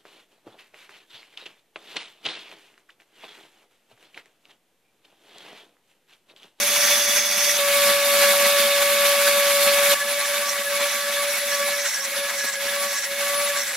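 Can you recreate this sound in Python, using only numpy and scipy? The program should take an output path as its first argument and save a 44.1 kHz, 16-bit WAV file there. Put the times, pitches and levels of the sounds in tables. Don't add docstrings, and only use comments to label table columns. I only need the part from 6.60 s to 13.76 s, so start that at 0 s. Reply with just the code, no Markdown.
import sys
import numpy as np
from scipy import signal
from scipy.fft import rfft, irfft
from scipy.io import wavfile
from scipy.ndimage import uniform_filter1d

SR = 44100
rng = np.random.default_rng(int(sys.argv[2]) if len(sys.argv) > 2 else 0)


def file_out(sig):
    cols = np.atleast_2d(sig).T
    lim = np.clip(cols, -1, 1)
    pcm = np.round(lim * 32767).astype(np.int16)
    wavfile.write(sys.argv[1], SR, pcm)


N = 315756
T = np.arange(N) / SR
HZ = np.maximum(np.fft.rfftfreq(N, 1 / SR), 1)

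EDGE, FREE, FACE = (0, .975), (.99, 3.34), (3.345, 7.16)
# frequency in Hz, relative level in dB.
RATTLE_COLOUR = [(300, -25), (480, -10.5), (750, -2.5), (1200, -3.5), (1800, -3.5), (2600, 0.5),
                 (3300, -2.5), (4400, -0.5), (5500, -3.5), (7000, -6.5), (8500, -20), (12000, -21)]


def undb(db):
    return 10 ** (np.asarray(db) / 20)


def unit(x):
    return x / np.sqrt(np.mean(x ** 2))


def curves(*tables):
    start_s, *columns = np.vstack(tables).T
    return [np.interp(T, start_s, column) for column in columns]


def during(span):
    inside = 1. * (T >= span[0]) * (T < span[1])
    return uniform_filter1d(inside, size=400)


def staged(values):
    stage = np.searchsorted([FREE[0], FACE[0]], T, side="right")
    return np.array(values)[stage]


def swell(start_s, length_s):
    return np.sin(np.pi * np.clip((T - start_s) / length_s, 0, 1))


def swells_db(rows):
    return sum(db * swell(start_s, length_s) for start_s, length_s, db in rows)


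def bursts(rows):
    return sum(undb(db) * swell(start_s - length_s / 4, 1.5 * length_s) for start_s, length_s, db in rows)


def walk(rate_per_s):
    points = rng.standard_normal(4096)
    hz = np.fft.rfftfreq(len(points), T[-1] / len(points))
    slow = unit(irfft(rfft(points) / (1 + (hz / rate_per_s) ** 4)))
    return np.interp(T, np.linspace(0, T[-1], len(slow)), slow)


def throb(per_s, depth, uneven=0.309):
    pace_per_s = per_s * (1 + uneven * walk(per_s))
    phase = 2 * np.pi * (rng.random() + np.cumsum(pace_per_s) / SR)
    return 1 - np.clip(depth, 0, 1) * (.5 + .5 * np.cos(phase))


def colour(points):
    hz, db = np.transpose(points)
    return undb(np.interp(np.log(HZ), np.log(hz), db))


def ring(modes):
    power = 0
    for hz, width_hz, db in modes:
        detuning = (HZ / hz - hz / HZ) * hz / width_hz
        power = power + undb(db) ** 2 / (1 + detuning ** 2)
    return np.sqrt(power)


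def whir(x):
    spectrum = rfft(x)
    centres_hz = np.arange(1200, 8000, 400)
    shifting = 0
    for row in np.eye(len(centres_hz)):
        share = np.interp(HZ, centres_hz, row)
        shifting = shifting + irfft(spectrum * share, N) * undb(2 * walk(22))
    return shifting


def impacts(per_s, scatter_db):
    hit = rng.random(N) < per_s / SR
    size = undb(scatter_db * np.minimum(rng.exponential(size=N), 5))
    return hit * size * rng.standard_normal((2, N))


def radiate(push, response, slant_rad=0.26, pan_db=0.):
    # frequency in Hz, side minus mid in dB.
    stereo_width = [(60, 0), (150, -9.5), (450, -9), (750, -15.5), (1200, -13.5), (1900, -34), (2600, -10),
                    (4200, -5.5), (6500, -1), (8500, 2.5), (10500, 1.5), (12000, -1.5), (13600, -13),
                    (14900, 4.5)]
    # frequency in Hz, left minus right in dB.
    stereo_balance = [(90, -3.5), (200, -1), (700, 0.5), (3200, -0.5), (4500, -1.5), (5200, -2), (6200, -3),
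                      (7600, -2), (8700, 0), (10200, 0.5), (11700, 0.5), (13300, 7), (14400, -14.5),
                      (15700, -9)]
    mid, side = rfft(push) * response
    side = np.cos(slant_rad) * side - 1j * np.sin(slant_rad) * mid
    side = side * colour(stereo_width)
    lean = np.sqrt(colour(stereo_balance) * undb(pan_db))
    pair = np.array([(mid + side) * lean, (mid - side) / lean])
    return irfft(pair, N) / np.std(irfft(mid, N))


def tone(angle, flutter_db, wobble_rad, rate_per_s, lag_rad=0., pan_db=0.):
    phase = angle + wobble_rad * walk(rate_per_s)
    left = undb(pan_db / 2) * np.sin(phase - lag_rad)
    right = undb(-pan_db / 2) * np.sin(phase)
    return unit(np.array([left, right]) * undb(flutter_db * walk(rate_per_s)))


def strokes():
    # start in seconds, length in seconds, force 0-1.
    presses = [(3.07, .33, .42), (3.485, .19, .37), (3.76, .27, .63), (4.18, .35, .29), (4.59, .39, .34),
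               (5.076, .36, 1), (5.612, .315, .99), (6.16, .28, .92), (6.807, .35, .91)]
    press_s, lift_s, inertia_s = .2, .04, .3
    load = 0
    for start_s, length_s, force in presses:
        lean_in = np.clip((T - start_s) / press_s, 0, 1)
        lift_off = np.clip(1 - (T - start_s - length_s) / lift_s, 0, 1)
        load = load + force * lean_in * lift_off
    step = 1 / (inertia_s * SR)
    sag_hz = 35.8 * signal.lfilter([step], [1, step - 1], load)
    return np.array([load, sag_hz]) * (T >= FACE[0])


def casing(level_db, jolt_db, sag_hz, shake):
    # frequency in Hz, relative level in dB.
    rumble_colour = [(25, -27), (55, -27), (110, -15.5), (140, -9), (180, -6.5), (210, 5.5), (230, 3),
                     (260, -3.5), (340, -4.5), (500, -4), (900, -34)]
    rumble_db = (-19.5, -22.5, -23.5)
    moving_db = 2.2 * jolt_db + 0.17 * sag_hz + 0.6 * shake + 1.2 * walk(16)
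    noise = rng.standard_normal((2, N))
    return undb(level_db + staged(rumble_db) + moving_db) * radiate(noise, colour(rumble_colour))


def air(level_db, jolt_db, load, shake):
    # frequency in Hz, relative level in dB.
    hiss_colour = [(4000, -17.5), (7000, -0.5), (8500, -1), (10000, 3), (12200, 3.5), (13700, -0.5),
                   (15300, -15)]
    hiss_db = (-4, -6, -7.5)
    gain = undb(level_db + staged(hiss_db) + 4.0 + 0.64 * jolt_db + 3.5 * load + 1.3 * shake)
    return gain * radiate(impacts(per_s=28000, scatter_db=-4.0), colour(hiss_colour))


def whine(angle, level_db):
    whine_db = (-8, -7, -2.5)
    # start in seconds, length without skirts in seconds, level in dB.
    tilts = [(3.48, 0.036, -32), (3.587, 0.023, -32), (3.679, 0.038, -40), (4.615, 0.029, -35),
             (4.66, 0.028, -37), (4.785, 0.045, -34), (5.543, 0.064, -34), (6.193, 0.039, -34),
             (6.75, 0.049, -32), (6.83, 0.041, -32)]
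    order = 18 * angle
    gain = undb(level_db + staged(whine_db))
    on_edge = gain * tone(order, flutter_db=3, wobble_rad=.25, rate_per_s=20, lag_rad=.8)
    free = gain * tone(order, flutter_db=2.0, wobble_rad=.4, rate_per_s=11, lag_rad=3.2)
    pulsing = gain * throb(per_s=9.5, depth=.85) + bursts(tilts)
    on_face = pulsing * tone(order, flutter_db=2, wobble_rad=.6, rate_per_s=30, lag_rad=1.52, pan_db=2.5)
    return on_edge * during(EDGE) + free * during(FREE) + on_face * during(FACE)


def shaft(angle, level_db, load, sag_hz):
    hum_db, octave_db, chatter_db = (-2, 2, 3.5), (-11, -6.2, -9), (-17.5, -9.5, -9.5)
    # start in seconds, length in seconds, depth in dB.
    hum_drops = [(0.092, 0.027, 7), (0.581, 0.027, 9), (0.647, 0.057, 4), (3.334, 0.083, 16),
                 (3.41, 0.047, 1.5), (3.58, 0.12, 6), (3.825, 0.088, 8), (3.877, .033, 8),
                 (4.019, 0.026, 8), (4.283, 0.055, 9), (4.306, 0.17, 5), (4.51, .06, 2), (4.702, 0.14, 8.5),
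                 (5.273, 0.12, 32), (5.417, 0.042, 15), (5.485, .035, 24), (5.538, 0.032, 16),
                 (5.673, 0.04, 18), (5.852, 0.032, 17), (6.326, 0.08, 22), (6.417, 0.05, 21),
                 (7.02, 0.22, 29)]
    # start in seconds, length without skirts in seconds, level in dB before a 0.5 dB cut.
    octave_notes = [(3.355, 0.055, -33), (3.525, 0.035, -39), (3.615, 0.045, -33.5), (3.735, .05, -37),
                    (3.825, 0.07, -34), (3.933, 0.038, -33), (4.005, .023, -37), (4.132, 0.032, -32),
                    (4.203, 0.07, -35), (4.32, 0.11, -37), (4.475, .045, -38), (4.582, .04, -32),
                    (4.93, 0.15, -34), (5.42, .035, -40), (5.665, .04, -39), (5.86, .045, -41),
                    (6.17, .11, -35), (6.325, .05, -40), (6.64, 0.15, -33.5), (6.81, 0.08, -37),
                    (6.92, .08, -36)]
    # start in seconds, length without skirts in seconds, level in dB before a 2.5 dB lift.
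    chatters = [(3.352, 0.013, -29), (3.4, 0.036, -31), (3.475, 0.031, -37), (3.65, 0.0084, -30),
                (4.06, 0.026, -33.5), (4.24, 0.046, -46), (4.33, 0.017, -42), (4.42, .025, -41),
                (4.478, 0.019, -34), (4.555, 0.03, -35.5), (4.685, 0.026, -41), (4.918, 0.026, -32.5),
                (5.025, 0.036, -37), (5.125, 0.025, -33), (5.22, .022, -44), (5.36, 0.046, -37),
                (5.62, 0.089, -40), (5.797, 0.049, -34), (5.868, 0.04, -31.5), (5.94, 0.065, -39),
                (6.082, 0.014, -30), (6.125, 0.036, -43), (6.345, 0.07, -38), (6.515, 0.032, -39),
                (6.645, 0.038, -37), (6.895, 0.022, -35)]
    contact = 1 - during(FREE)
    slowed_db = level_db - 0.24 * sag_hz

    hum_throb = throb(per_s=17, depth=0.2 * load + .55 * during(EDGE))
    hum_gain = undb(slowed_db + staged(hum_db) - swells_db(hum_drops)) * hum_throb
    hum = hum_gain * tone(angle, flutter_db=.7 + .7 * contact, wobble_rad=.04 + .06 * contact,
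                          rate_per_s=20, lag_rad=.2, pan_db=.6)

    octave_gain = undb(slowed_db + staged(octave_db)) * throb(per_s=7.5, depth=0.25 + .3 * contact)
    octave_gain = octave_gain + undb(-.5) * bursts(octave_notes)
    octave = octave_gain * tone(2 * angle, flutter_db=1.4, wobble_rad=.1 + .1 * contact,
                                rate_per_s=24, lag_rad=.15)

    chatter = undb(level_db + staged(chatter_db)) * tone(
        3 * angle, flutter_db=1.5 + .7 * contact, wobble_rad=.12 + .12 * contact, rate_per_s=20, lag_rad=.12)
    catches = undb(2.5) * bursts(chatters) * tone(
        3 * angle, flutter_db=1, wobble_rad=.12, rate_per_s=24, lag_rad=.12)
    bumps = undb(-49) * contact * tone(angle, flutter_db=5, wobble_rad=1.6, rate_per_s=17, lag_rad=.3)
    return hum + octave + chatter + catches + bumps


def bearings(angle, shake):
    # frequency in Hz, width in Hz, relative level in dB.
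    housing_modes = [(1610, 370, 2.5), (1997, 44, 3.5), (2280, 100, 1.5), (2500, 290, -4), (3470, 150, -15),
                     (3595, 270, 1.5)]
    # multiple of shaft speed, level in dB on the edge, running free, on the face.
    overtones = [(2.29, -26, -17.5, -19), (3.875, -8.5, -7, -8.5), (4, -18.5, -30, -12), (5, -17, -19, -29),
                 (5.875, -16, -15, -30), (6, -6.5, -17, -14.5), (8, -15, -18.5, -39), (9, -30, -21, -39),
                 (11, -13, -21, -26)]
    balls = impacts(per_s=16000, scatter_db=1.3)
    knocks = balls * (1 + 0.03 * np.cos(angle)) * undb(.5 * shake)
    body = colour(RATTLE_COLOUR) * (1 + 1.17 * ring(housing_modes))
    rattle = undb(1.65 - 0.82 * during(FACE)) * whir(radiate(knocks, body))
    flutter_db = 4 - 2 * during(FREE)
    lines = 0
    for order, *stage_db in overtones:
        line = tone(order * angle, flutter_db, wobble_rad=.015 * order ** 2, rate_per_s=24, lag_rad=0.14)
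        lines = lines + undb(staged(stage_db)) * line
    return rattle + lines


def grind(angle, bite, modes, span, runout, roam_db, scratch_db, pan_db, tilt_db=0):
    pressure = np.exp(runout * np.cos(angle)) * undb(0.34 * walk(55))
    rung = 0
    for hz, width_hz, db, side_db in modes:
        chips = pressure * impacts(per_s=16000, scatter_db=0.5)
        edges_hz = [hz - width_hz / 2, hz + width_hz / 2]
        band = signal.butter(1, edges_hz, "bandpass", fs=SR, output="sos")
        octaves = np.log2(hz / modes[0][0])
        gain = undb(db + tilt_db * octaves + roam_db * walk(28))
        rung = rung + gain * undb([[0], [side_db]]) * signal.sosfilt(band, chips)
    coarse = pressure * impacts(per_s=9000, scatter_db=1.5)
    scratch = undb(scratch_db) * radiate(coarse, colour(RATTLE_COLOUR))
    return (radiate(rung, 1, pan_db=pan_db) + scratch) * bite * during(span)


def edge_cut(angle):
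    # frequency in Hz, width in Hz, relative level in dB,
    # side minus mid in dB on top of the overall stereo width.
    edge_modes = [(1990, 370, -2, -2), (3400, 95, 0.5, -10), (4660, 70, 1, -8), (5430, 250, -2, 2.5),
                  (5740, 130, 1, -11), (6140, 120, 3.5, -3), (6340, 52, 6, -5)]
    # time in seconds, level in dB before a 2.5 dB lift.
    cut_depth = [(0.0, -29), (0.126, -30.5), (0.224, -24.5), (0.552, -28.5), (0.564, -23.5), (0.648, -30),
                 (0.918, -25.5), (0.938, -33), (0.975, -25)]
    cut_db, = curves(cut_depth)
    return grind(angle, undb(cut_db + 2.5), edge_modes, EDGE, runout=1.0, roam_db=1.0,
                 scratch_db=-12.5, pan_db=-1.0)


def face_grind(angle, load, lift_db):
    # frequency in Hz, width in Hz,
    # relative level in dB, side minus mid in dB on top of the overall stereo width.
    face_modes, bit_modes = [(1640, 240, 3.5, 1), (1970, 130, 6, -16), (2215, 39, 1.5, -18),
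                             (4000, 630, -4, -18), (7650, 130, -7.5, -4), (7520, 930, -2.5, 2.5)], [(5600, 110, 4.5, -2), (6230, 170, 0, -9)]
    # start in seconds, length without skirts in seconds, level in dB.
    digs = [(3.62, .07, -39), (3.865, .055, -32), (4.27, .07, -40), (4.7, .06, -40), (4.88, .12, -37),
            (5.12, .05, -39), (5.185, .06, -33), (5.265, .05, -34), (5.33, .045, -33), (5.4, .045, -37),
            (5.76, .11, -39), (6.27, .05, -39), (6.34, .1, -36), (6.99, .05, -33)]
    graze_db = -2.5
    bite = undb(-34 - 2 * lift_db + 2.4 * walk(23)) * np.sqrt(undb(graze_db) ** 2 + load)
    tilt_db = 2 * (load - 1.0)
    rasp = grind(angle, bite, face_modes, FACE, runout=0.26, roam_db=1.5,
                 scratch_db=-5.5, pan_db=0.5, tilt_db=tilt_db)
    sing = grind(angle, undb(-9) * bite + bursts(digs), bit_modes, FACE, runout=.4, roam_db=1.5,
                 scratch_db=-22, pan_db=-0.9)
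    return rasp + sing


def scene():
    shaft_hz = (578.2, 568.4, 578.6)
    # time in seconds, level in dB.
    held_levels = [
        [(0.0, -29.5), (0.332, -25.5), (0.43, -30), (0.582, -27.5), (0.606, -31.5), (0.846, -28.5),
         (0.975, -29.5)],
        [(0.99, -27), (1.29, -24.5), (1.42, -26.5), (1.59, -24.5), (2.39, -26), (2.39, -25), (3.3, -25)],
    ]
    # start in seconds, length in seconds, rattle rise in dB.
    jolts = [(0.557, 0.033, 2.5), (1.264, .07, 2), (1.528, 0.23, 3), (1.813, 0.099, 2.9),
             (1.943, 0.12, 1.6), (2.217, 0.019, 3.5), (2.448, 0.025, 2.5), (2.662, 0.046, 2),
             (3.06, 0.05, 3.5), (3.297, 0.046, 4), (3.975, 0.04, 4), (4.11, 0.082, 1.5), (4.17, 0.11, 3),
             (4.464, .05, 0.5), (4.585, 0.066, 0.5), (4.913, 0.063, 1.5), (5.544, 0.077, 2.5),
             (5.83, .035, 6), (6.016, .06, 3.5), (6.188, 0.1, 1.5)]
    # start in seconds, length in seconds, rattle drop in dB.
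    lifts = [(3.42, 0.048, 1.5), (4.018, .095, 2), (5.96, 0.046, 3), (6.44, 0.077, 3), (7.076, .06, 0.5)]
    rattle_db = (-.5, -0.36, 0.5)
    load, sag_hz = strokes()
    speed_hz = staged(shaft_hz) - sag_hz + 0.433 * walk(9.8)
    angle = 2 * np.pi * np.cumsum(speed_hz) / SR
    jolt_db, lift_db = swells_db(jolts), swells_db(lifts)
    held_db, = curves(*held_levels)
    face_db = -28.5 - 4.5 * load - 0.2945 * sag_hz
    level_db = np.where(T < FACE[0], held_db, face_db)
    shake = walk(20.6)

    background = casing(level_db, jolt_db, sag_hz, shake) + air(level_db, jolt_db, load, shake)
    tones = whine(angle, level_db) + shaft(angle, level_db + 0.8 * jolt_db, load, sag_hz)
    rattle = undb(level_db + staged(rattle_db) + jolt_db - lift_db) * bearings(angle, shake)
    cutting = edge_cut(angle) + face_grind(angle, load, lift_db)
    return background + tones + rattle + cutting


def record(dry):
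    low_pass = signal.ellip(12, .1, 90, 15750, fs=SR, output="sos")
    return signal.sosfilt(low_pass, dry)


dry = scene()
out = record(dry)
file_out(out)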